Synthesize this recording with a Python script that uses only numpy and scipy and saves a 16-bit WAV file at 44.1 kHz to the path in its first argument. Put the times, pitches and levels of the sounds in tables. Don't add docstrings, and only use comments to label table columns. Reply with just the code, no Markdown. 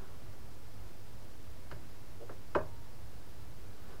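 import sys
import numpy as np
from scipy import signal
from scipy.fft import rfft, irfft, next_fast_len
from scipy.io import wavfile
from scipy.ndimage import map_coordinates

SR = 44100
rng = np.random.default_rng(int(sys.argv[2]) if len(sys.argv) > 2 else 0)


def digitize_waveform(pressure):
    field = np.atleast_2d(pressure).T
    bounded = np.clip(field, -1, 1)
    quanta = np.round(bounded * 32767).astype(np.int16)
    wavfile.write(sys.argv[1], SR, quanta)


N = 176400
RING = SR * 3 // 4

# start in seconds, click level in dB, crack level in dB,
# Hz above which the crack is dulled, clip level in dB, knock level in dB, Hz above which the knock is
# dulled, thud level in dB.
HITS = [(1.7131, -39.5, -50.5, 8000, -70, -54, 2000, -66),
        (1.7214, -47.5, -58, 4500, -56, -49.5, 1200, -50), (2.2937, -43, -58, 1800, -75, -45, 1300, -77),
        (2.2975, -48, -64, 1500, -75, -40, 644, -65), (2.5497, -27, -41, 2980, -39, -41.5, 1900, -57),
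        (2.552, -33.5, -52, 2500, -26, -36.5, 1500, -43.5), (2.5556, -41, -62, 1500, -45, -23, 1350, -35),
        (2.586, -39, -68, 1500, -46, -43, 700, -51.5), (2.608, -56, -70, 1500, -45, -52, 800, -47)]
# pitch in Hz, level in dB, seconds to fade by 60 dB.
CASE_TONES = [(935, 0, 0.019), (1147, -5, 0.028), (1333, 8.5, 0.0083), (1540, -2, 0.03), (1725, -6, 0.021),
              (2175, -20, 0.04), (2890, -22.5, 0.031)]
CLIP_TONES = [(926, -34, 1.7), (978, 5, 0.049), (1548, -12.5, 0.19), (1730, -8, 0.041),
              (2497, -10.5, 0.036)]
BOX_TONES = [(260, -17.5, 0.19), (342, -21, 0.18), (394, -2, 0.087), (461, -15.5, 0.068), (577, -7, 0.19),
             (625.6, -5.5, 0.18), (718, -37, 0.18), (780, -24, 0.13), (900, -15, 0.12), (1048, -24, 0.32),
             (1092, -18.5, 0.25), (1184, -18, 0.18), (1282, -24, 0.12)]
WALL_TONES = [(56.4, -6, 0.13), (74, -4.5, 0.51), (115.4, -3, 0.15), (148.6, -2, 0.48), (179, -10, 0.13),
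              (315, 17.5, 0.014)]
# frequency in Hz, level in dB.
CRACK_COLOUR = [(200, -15), (1000, 2), (1900, 0), (2500, -6), (2950, 1), (3450, -12), (4200, -5),
                (5000, -5), (5600, -18), (8000, -18), (16000, -30)]
CLICK_ECHO_COLOUR = [(100, -24), (600, 5.5), (1000, -2), (1600, 6), (1950, -0.5), (3000, -21),
                     (5000, -19.5), (8000, -28), (16000, -43)]
KNOCK_ECHO_COLOUR = [(60, -17), (190, -10), (260, -0.5), (370, 3.5), (480, 1), (620, 6), (740, -4),
                     (860, -1.5), (1020, 0), (1300, -11), (1650, -10), (1950, -17), (3000, -25),
                     (6000, -49), (16000, -60)]
def breaker():
    out, t = np.zeros(N), np.arange(RING) / SR
    crack_fade = amp(-60 * t / 0.079)
    for start, click_db, crack_db, crack_hz, clip_db, knock_db, knock_hz, thud_db in HITS:
        crack = amp(crack_db) * soften(noise(CRACK_COLOUR, RING) * crack_fade, crack_hz)
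        case = ring(CASE_TONES, attack_s=0.00043) + amp(-13) * echo(CLICK_ECHO_COLOUR)
        click = amp(click_db) * case
        clip = amp(clip_db) * ring(CLIP_TONES, attack_s=0.001)
        box = ring(BOX_TONES, attack_s=0.0019) + amp(-9) * echo(KNOCK_ECHO_COLOUR)
        knock = amp(knock_db) * soften(box, knock_hz)
        thud = amp(thud_db) * ring(WALL_TONES, attack_s=0.0014)
        add(out, start, crack + click + clip + knock + thud)
    return out

# pitch in Hz, level in dB, seconds to fade by 60 dB.
SEAT_TONES = [(400, 1.5, 0.048), (470, -5, 0.079), (593, -2, 0.081), (746, -7, .03), (1210, -14, 0.022)]
def scrape():
    middle_s, half_length_s, slips_per_s = 2.232, 0.02, 700
    slips = (rng.random(N) < slips_per_s / SR) * rng.standard_normal(N)
    swell = np.exp(-((np.arange(N) / SR - middle_s) / half_length_s) ** 2 / 2)
    ringing = signal.fftconvolve(slips, ring(SEAT_TONES, attack_s=0.0019))[:N]
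    return amp(-48.5) * swell * unit(ringing)

# frequency in Hz, seconds to fade by 60 dB.
ECHO_FADES = [(100, 0.48), (400, 0.25), (1000, 0.27), (2000, 0.16), (6000, 0.18)]
def echo(colour):
    delay_s, rise_s = 0.0011, 0.00083
    hz, seconds, bands = signal.stft(noise(colour, RING), SR, nperseg=512)
    fade = amp(-60 * seconds / along(ECHO_FADES, hz)[:, None])
    tail = signal.istft(bands * fade, SR, nperseg=512)[1][:RING]
    since_arrival = np.maximum(np.arange(RING) / SR - delay_s, 0)
    return tail * (1 - np.exp(-since_arrival / rise_s))

# middle in seconds, half the length in seconds, level in dB.
ARM_MOVES = [(0.028, 0.11, -58.5), (2.875, 0.13, -74), (3.72, 0.083, -66), (3.918, 0.084, -57.5)]
# frequency in Hz, level in dB.
CLOTH_COLOUR = [(100, -25), (280, -12), (390, 8.5), (560, -6.5), (900, -2), (1500, -1.5), (2200, -16.5),
                (5000, -20.5), (16000, -43)]
def sleeve():
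    t = np.arange(N) / SR
    swells = sum(amp(db) * np.exp(-((t - middle) / half) ** 2) for middle, half, db in ARM_MOVES)
    rubbing = noise(CLOTH_COLOUR, N) * amp(1.2 * wobble(rate=90))
    return swells * unit(rubbing)

# frequency in Hz, level in dB.
DRONE_COLOUR = [(10, -6.5), (25, -4), (45, -4), (62, 0.5), (80, -8), (102, 0.5), (125, -8.5), (170, -13),
                (400, -16.5), (800, -22), (1500, -27), (2200, -32), (6000, -43.5)]
HISS_COLOUR = [(100, -15), (2000, 1.5), (3500, 1), (5000, 3), (6500, -1.5), (10000, -4), (15500, -4)]
def background():
    drone_db, hum_hz = -52, 101.9
    drone = amp(drone_db + 0.43 * wobble(rate=7.06)) * noise(DRONE_COLOUR, N)
    drift_radians = 1.43 * wobble(rate=6.1)
    hum = amp(-63.5) * unit(np.sin(2 * np.pi * hum_hz * np.arange(N) / SR + drift_radians))
    hiss = amp(-64.5) * noise(HISS_COLOUR, N)
    return drone + hum + hiss

def ring(tones, attack_s):
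    t, out = np.arange(RING) / SR, np.zeros(RING)
    for k, (hz, db, fade_s) in enumerate(tones):
        level = amp(db + rng.normal(0, 1) - 60 * t / fade_s)
        out += (-1) ** k * level * np.sin(2 * np.pi * hz * t)
    return out * (1 - np.exp(-t / attack_s))

def soften(x, hz):
    return signal.sosfilt(signal.butter(2, hz, fs=SR, output="sos"), x)

def noise(colour, size):
    hz = np.fft.rfftfreq(size, 1 / SR)
    random_phases = np.exp(2j * np.pi * rng.random(len(hz)))
    return unit(irfft(amp(along(colour, hz)) * random_phases, size))

def wobble(rate):
    points = rng.standard_normal(int(N * rate / SR) + 4)
    return map_coordinates(points, [np.arange(N) * rate / SR])

def along(table, hz):
    row_hz, values = np.transpose(table)
    return np.interp(np.log(hz + 1), np.log(row_hz + 1), values)

def amp(db):
    return 10 ** (np.asarray(db) / 20)

def unit(x):
    return x / np.sqrt(np.mean(x ** 2) + 1e-20)

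def add(track, start_s, x):
    part = track[round(start_s * SR):][:len(x)]
    part += x[:len(part)]

def scene():
    return (breaker() + scrape() + sleeve() + background())[None]

def record(dry):
    top_hz, offset = 15800, 0.0169
    size = next_fast_len(N + SR // 2)
    kept = np.fft.rfftfreq(size, 1 / SR) < top_hz
    return irfft(rfft(dry, size) * kept, size)[:, :N] + offset

dry = scene()
out = record(dry)
digitize_waveform(out)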